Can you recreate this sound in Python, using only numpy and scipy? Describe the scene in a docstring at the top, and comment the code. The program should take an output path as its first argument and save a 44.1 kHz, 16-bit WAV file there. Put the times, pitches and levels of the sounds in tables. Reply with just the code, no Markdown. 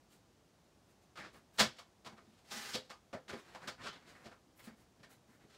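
"""A low rumble under faint hiss and a few barely audible strokes, then card is cut at a craft table in a small dry room.
An offcut is tossed aside, the guide rail of a plastic sliding-blade trimmer slams shut and chatters,
the blade rasps through the card and hits its stop, the rail is lifted open and the card is slid about.
Rumble is shaped noise, strokes and rasp are bursts of tiny fibre clicks, and blows ring the trimmer's resonances.
One microphone overhead hears it all through direct sound and dense short echoes."""
import sys
import numpy as np
from scipy import signal
from scipy.fft import rfft, irfft, next_fast_len
from scipy.io import wavfile
from scipy.ndimage import uniform_filter1d

SR = 44100
rng = np.random.default_rng(int(sys.argv[2]) if len(sys.argv) > 2 else 0)


def file_out(sig):
    """Save sig as 16-bit WAV at sys.argv[1]."""
    # one column per channel
    cols = np.atleast_2d(sig).T
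    # limit, then scale
    lim = np.clip(cols, -1, 1)
    pcm = np.round(lim * 32767).astype(np.int16)
    wavfile.write(sys.argv[1], SR, pcm)


N = 245962  # length of the scene in samples
SIZE = 16384  # length of a blow or a room response in samples


def undb(db):
    """Decibels to gain."""
    return 10 ** (np.asarray(db) / 20)


def unit(x):
    """Scale to rms 1."""
    return x / np.sqrt(np.mean(x ** 2))


def bins(size):
    """Frequencies of a real spectrum in Hz, with the lowest raised to 1."""
    return np.maximum(np.arange(size // 2 + 1) * SR / size, 1)


def contour(points, size):
    """Join (Hz, dB) points on a log-frequency axis."""
    hz, db = np.transpose(points)
    return np.interp(np.log(bins(size)), np.log(hz), db)


def shape(x, db):
    """Filter causally with the given gain in every bin, so that peaks ring after a blow."""
    size = 2 * (len(db) - 1)
    # folding the cepstrum onto positive times gives minimum phase
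    cepstrum = irfft(db * np.log(10) / 20)
    cepstrum[1:size // 2] *= 2
    cepstrum[size // 2 + 1:] = 0
    response = np.exp(rfft(cepstrum))
    return irfft(rfft(x, size) * response)


def add(out, s, x):
    """Mix x into out from time s on."""
    start = max(int(s * SR), 0)
    part = x[:max(len(out) - start, 0)]
    out[start:start + len(part)] += part


def resonances(modes, size):
    """Lift in dB of a set of (Hz, width in Hz, dB) resonances."""
    f = bins(size)
    return sum(db / (1 + (2 * (f - hz) / width) ** 2) for hz, width, db in modes)


# Resonances of the plastic bed and rail on the table:
# (frequency [Hz], width [Hz], lift at full coupling [dB])
TRIMMER_MODES = [(123, 20, 5), (222, 37, 8), (353, 46, 4.5), (420, 25, 6.5), (514, 24, 8.5),
                 (623.5, 67, 6.5), (682, 33, 6.5), (809, 50, 6), (1016, 32, 6), (1136, 26, 1.5),
                 (1231, 20, 6.5), (1360, 29, 5), (1560, 54, 3), (1790, 26, 6.5), (2210, 37, 7.5),
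                 (3365, 68, 5), (3602, 86, -2.5), (3770, 24, 2.5), (4565, 52, 6), (4820, 46, 4),
                 (5290, 51, 9), (5665, 44, 6.5), (7021, 23, 4)]


def trimmer(size):
    """Plastic bed and rail favour their own resonances in whatever shakes them."""
    return resonances(TRIMMER_MODES, size)


# Frequencies that the band levels of a contact are pinned to: (frequency [Hz])
CONTACT_BANDS = [280, 620, 1900, 3300, 5200, 9000, 15500]
# How a contact's energy is spread: (frequency [Hz], density relative to the band levels [dB per Hz])
CONTACT_SPREAD = [(30, -2.5), (100, 13.5), (160, 13), (235, 13), (450, 10), (700, 6), (1000, 7.5),
                  (1600, 8), (2600, 6), (4200, 5.5), (5600, 1), (7500, 5.5), (10000, 2.5), (15500, -3)]


def contact_colour(thump, body, snap, air, size, carry=0.84, top_db=4):
    """Spectrum of a contact from its four band levels; the slope from snap to air carries on to the top."""
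    top = air + carry * (air - snap) + top_db
    levels = [thump, body, body, snap, snap, air, top]
    return contour(list(zip(CONTACT_BANDS, levels)), size) + contour(CONTACT_SPREAD, size)


# The small room's answer to a click, before its tone is evened out: (time [s], level [dB])
ROOM_DECAY = [(0, -1.5), (.005, 1.5), (.012, 1.5), (.023, -4), (.06, -16), (.12, -35.5), (.37, -77)]
TREBLE_HZ, TREBLE_LOSS_DB_PER_S = 7030, 79


def room(direct, echo_db=9, echo_share=0.013):
    """Path to the microphone: direct sound, piled-up echoes of table and walls, then a short tail; energy 1."""
    t = np.arange(SIZE) / SR
    strong = rng.random(SIZE) < echo_share
    echoes = unit(rng.standard_normal(SIZE) * (1 + undb(echo_db) * strong))
    # soft furnishings swallow the treble first
    lowpass = signal.butter(2, TREBLE_HZ, fs=SR, output="sos")
    low = signal.sosfiltfilt(lowpass, echoes)
    treble = (echoes - low) * undb(-TREBLE_LOSS_DB_PER_S * t)
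    path = (low + treble) * undb(np.interp(t, *np.transpose(ROOM_DECAY)))
    path[0] += direct
    # the room itself is even in tone: no broad band stands out
    power = uniform_filter1d(np.abs(rfft(path)) ** 2, size=71)
    return shape(path, -10 * np.log10(power))


def fibres(size, per_s, spread_db):
    """Paper fibres catch and let go: dense tiny clicks of very unequal size."""
    caught = rng.random(size) < per_s / SR
    strength_db = spread_db * np.minimum(rng.exponential(size=size), 4)
    return unit(caught * rng.standard_normal(size) * undb(strength_db))


# Colour of the house rumble and hiss: (frequency [Hz], relative density [dB per Hz])
RUMBLE_COLOUR = [(28, -34.5), (48, -1.5), (173, -0.5), (261, -3), (348, -3), (413, -6.5), (455, -6),
                 (513, -7.5), (702, -7.5), (894, -11), (1800, -17.5), (2240, -19.5), (6190, -21),
                 (15500, -35.5)]


def room_tone(level_db=-69):
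    """Steady low rumble of the house under a faint hiss: noise through a fixed filter."""
    size = 2 * next_fast_len(N // 2 + 1)
    noise = shape(rng.standard_normal(size), contour(RUMBLE_COLOUR, size))
    return undb(level_db) * unit(noise[:N])


# Strokes of card and fingers over the bed; a flat card sounds dull, an edge or fingertip airy:
# (time of the peak [s], length [s], level before the layer gain [dB],
#  hardness: snap relative to level [dB], air relative to level [dB])
STROKES = [ (0.135, 0.12, -75, 3.5, 0.5), (0.908, 0.048, -72, -3, -5), (1.026, 0.035, -74, 1, -6),
           (1.239, 0.13, -54, -4.5, -22), (1.36, 0.08, -65, -4, -8), (1.57, 0.088, -65.5, -0.5, -2.5),
           (2.401, 0.53, -75, 1, -8), (2.857, 0.067, -71.5, 8, -6), (3.386, .1, -59, -1.5, -11.5),
           (3.498, .19, -59, -6.5, -16), (3.653, .15, -52.5, -9.5, -19.5), (3.808, 0.094, -50.5, -13, -25),
           (3.855, 0.096, -44.5, 0.5, -15.5), (3.956, .13, -62.5, -3, -21), (4.039, .055, -56, -8.5, -20),
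           (4.094, .07, -57.5, -1.5, -11.5), (4.181, 0.19, -60.5, -10.5, -17), (4.588, 0.062, -69.5, -5, 1),
           (4.652, .09, -63, 0, -2.5), (4.799, 0.096, -70.5, -3.5, -5), (5.119, 0.067, -62.5, -4, -5),
           (5.317, .12, -67, -12, -12.5), (5.422, .05, -65, -8, -15), (5.559, 0.21, -66.5, 1, -10.5)]
RISE_SHARE = .43  # part of a stroke spent speeding up
STROKE_THUMP_DB = -3  # relative to the stroke's level


def slides(gain_db=-1.0, coupling=0.12):
    """Each stroke swells and fades with its speed; its friction passes partly through the bed."""
    out, size = np.zeros(N), 2 * SIZE
    t, plastic = np.arange(size) / SR, trimmer(size)
    for s, length, db, hardness, air in STROKES:
        rise = RISE_SHARE * length
        speed = np.sin(np.pi / 2 * np.interp(t, [0, rise, length], [0, 1, 0]))
        friction = speed * fibres(size, per_s=1400, spread_db=4.0)
        rub = signal.fftconvolve(friction, room(direct=5))[:size]
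        colour = contact_colour(db + STROKE_THUMP_DB, db, db + hardness, db + air, size)
        # the room's echoes make the stroke peak a little late
        add(out, s - rise - .01, shape(rub, colour + coupling * plastic + gain_db))
    return out


# Blows on trimmer and table: offcut landing, rail slam and chatter, hand on the carriage, bite, stop,
# hollow knock on the bed, rail snapping free and swinging open, card shifting, fingers on the strip:
# (time [s], body level before the layer gain [dB], hardness: snap relative to body [dB],
#  weight: thump relative to body [dB], resonance of the struck spot [Hz], lead of the first touch [s])
TRIMMER_BLOWS = [ (1.173, -48, -3, -9, 1350, 0.016), (1.189, -50, -3.5, -10, 2200, 0.013),
                 (1.208, -51, -7, -14, 1770, 0.00077), (1.249, -58, -9, -7, 1520, 0),
                 (1.345, -59.5, -6, 3.5, 1130, 0.0086), (1.575, -61, 8, -22, 7300, 0),
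                 (1.586, -34, 3.5, -10, 1740, 0.0023), (1.594, -34, 12, -1, 1230, 0),
                 (1.602, -26.5, 2, -12, 1720, 0.0057), (1.609, -35.5, 3.5, 1, 230, 0.0059),
                 (1.767, -66, 3, -5, 7040, 0), (1.787, -52, 2, -23, 1120, 0.0035),
                 (2.062, -48, 0, -2, 1080, 0.014), (2.123, -61, -7, 6, 880, 0.0038),
                 (2.178, -58.5, -5.5, -3.5, 1210, 0.0096), (2.511, -53, 8, -3.5, 197, 0.0016),
                 (2.743, -45.5, 11.5, 2.5, 3900, 0.0096), (2.748, -42.5, -12, -3.5, 488, 0.0032),
                 (2.902, -48, -0.5, -9, 1210, 0.0059), (3.131, -46, -6.5, -0.5, 726, 0.0017),
                 (3.135, -45, -14, 1, 563, 0.0033), (3.294, -45, -1, -2.5, 1520, .013),
                 (3.331, -44.5, -7.5, 0.5, 393, 0.0019), (3.36, -56, -4, 0, 1030, 0.0042),
                 (3.549, -47.5, -6, -16, 890, 0), (3.62, -57, -5, -21, 1070, 0.0021),
                 (3.676, -42.5, 2.5, -6.5, 1420, .003), (3.845, -51.5, -4, -6, 1400, 0.0084),
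                 (3.862, -48.5, -17.5, -4, 1430, 0.001), (3.929, -55, -2.5, -6, 3470, 0.0049),
                 (4.152, -63, -4, -11, 2010, 0.0076), (4.258, -51.5, -2, 1.5, 666, 0.014),
                 (4.315, -57.5, -5.5, -1, 1390, 0.0043), (4.594, -61, -1.5, -14, 1990, 0.0049),
                 (4.673, -52, -8.5, -2, 230, 0.00042), (5.032, -57.5, -0.5, -9, 1710, 0.0017)]
TOUCH_DB, TOUCH_HARDNESS_DB, TOUCH_WEIGHT_DB = -7.5, 2.5, -4  # the first touch, relative to its blow
KNOCK_AIR_DB = -12.5  # relative to snap


def blows():
    """Give every blow a lighter, harder touch before it, or with it where the lead is 0."""
    for s, db, hardness, weight, hz, lead in TRIMMER_BLOWS:
        touch = (s - lead, db + TOUCH_DB, hardness + TOUCH_HARDNESS_DB, weight + TOUCH_WEIGHT_DB)
        blow = (s, db, hardness, weight)
        for at, body, hard, heavy in (touch, blow):
            snap = body + hard
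            yield at, body + heavy, body, snap, snap + KNOCK_AIR_DB, hz


SPOT_LIFT_DB = 7.5  # for a blow of hardness 0
SPOT_LIFT_PER_HARDNESS = -0.4  # dB per dB: a soft blow favours its spot more than a hard one


def knocks(gain_db=25.5, focus=0.33, shared=0.12, direct=0.2, beam=0.42):
    """Every blow rings the trimmer, with an extra lift at the resonance under the struck spot."""
    out, plastic, common = np.zeros(N), trimmer(SIZE), room(direct=0)
    for s, thump, body, snap, air, hz in blows():
        lift = SPOT_LIFT_DB + SPOT_LIFT_PER_HARDNESS * (snap - body)
        spot = resonances([(hz, focus * hz, lift)], SIZE)
        # spots lie close together, so part of the echo pattern is the same for all
        path = np.sqrt(shared) * common + np.sqrt(1 - shared) * room(direct=0)
        # dull knocks come from the flat bed, which faces the microphone; bright clicks scatter round the room
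        straight = direct * undb(beam * (body - snap))
        path[0] += straight
        path /= np.hypot(1, straight)
        colour = contact_colour(thump, body, snap, air, SIZE) + plastic + spot
        add(out, s, shape(path, colour + gain_db))
    return out


# Soft bumps of hands and card on the table:
# (time [s], thump level before the layer gain [dB], resonance that the spot favours [Hz])
SOFT_BUMPS = [(1.187, -50, 95), (1.636, -45, 126.6), (2.213, -59.5, 440), (2.269, -60, 202),
              (4.458, -65, 291), (4.704, -57.5, 240), (4.79, -64.5, 124.2), (4.995, -54, 129.3),
              (5.285, -61.5, 238), (5.412, -61, 706), (5.435, -55.5, 453)]
BUMP_BODY_DB, BUMP_SNAP_DB, BUMP_AIR_DB = -13, -16, -36  # relative to the thump
BUMP_LIFT_DB, BUMP_FOCUS = 11.5, .3  # spot resonance: lift, and width as a share of its frequency


def bumps(gain_db=24.5, coupling=0.71):
    """Hands and card come down softly: dull thumps on the table, partly ringing the trimmer."""
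    out = np.zeros(N)
    colour = contact_colour(0, BUMP_BODY_DB, BUMP_SNAP_DB, BUMP_AIR_DB, SIZE) + coupling * trimmer(SIZE)
    for s, db, hz in SOFT_BUMPS:
        spot = resonances([(hz, BUMP_FOCUS * hz, BUMP_LIFT_DB)], SIZE)
        add(out, s, shape(room(direct=0), colour + spot + db + gain_db))
    return out


# Colour of the rasp before the trimmer and the tilt: (frequency [Hz], relative density [dB per Hz])
RASP_COLOUR = [(35, -40), (60, -34.5), (118, -5), (149, 2), (187, 2.5), (259, -3.5), (368, -4), (627, -5.5),
               (688, -5), (810, 1.5), (976, -4), (1700, 1.5), (2410, -3.5), (5200, -3.5), (15500, -22.5)]
# The blade skims up to the edge, bites, and runs on until the stop
CUT_S, STOP_S = 2.514, 2.742  # times of full effort and of the stop
SKIM_S, BITE_S, RELEASE_S = .05, .018, 0.028  # durations
SKIM_DB = -14.5  # effort at the end of the skim, relative to full effort
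CUT_DB, CUT_SAG_DB_PER_S = -46.5, -17
GRAIN_PER_S, GRAIN_DB = 160, 0.8  # the card resists unevenly
TILT_DB = 1  # the dull part drops by this, the bright part rises by twice this


def blade(coupling=0.14, pivot_hz=3000):
    """The blade severs fibres one after another; the rasp is louder the harder it cuts."""
    size = 2 * SIZE
    bite = CUT_S - BITE_S
    start = bite - SKIM_S
    t = start + np.arange(size) / SR
    effort = np.interp(t, [start, bite, CUT_S, STOP_S, STOP_S + RELEASE_S], [0, undb(SKIM_DB), 1, 1, 0])

    colour = contour(RASP_COLOUR, size) + coupling * trimmer(size)
    rasp = unit(shape(fibres(size, per_s=3700, spread_db=1), colour))
    dull = signal.sosfiltfilt(signal.butter(1, pivot_hz, fs=SR, output="sos"), rasp)
    tilted = dull * undb(-TILT_DB) + (rasp - dull) * undb(2 * TILT_DB)

    grain = np.interp((t - start) * GRAIN_PER_S, np.arange(size), rng.standard_normal(size))
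    level_db = CUT_DB + CUT_SAG_DB_PER_S * (t - CUT_S) + GRAIN_DB * grain
    cut = tilted * effort * undb(level_db)
    out = np.zeros(N)
    add(out, start, signal.fftconvolve(cut, room(direct=4.6)))
    return out


def scene():
    """One microphone feeds both channels."""
    mono = room_tone() + slides() + knocks() + bumps() + blade()
    return np.array([mono, mono])


def record(dry):
    """The recorder cuts the top steeply above 15720 Hz."""
    lowpass = signal.ellip(12, .1, 80, 15720, fs=SR, output="sos")
    return signal.sosfilt(lowpass, dry)


dry = scene()
out = record(dry)
file_out(out)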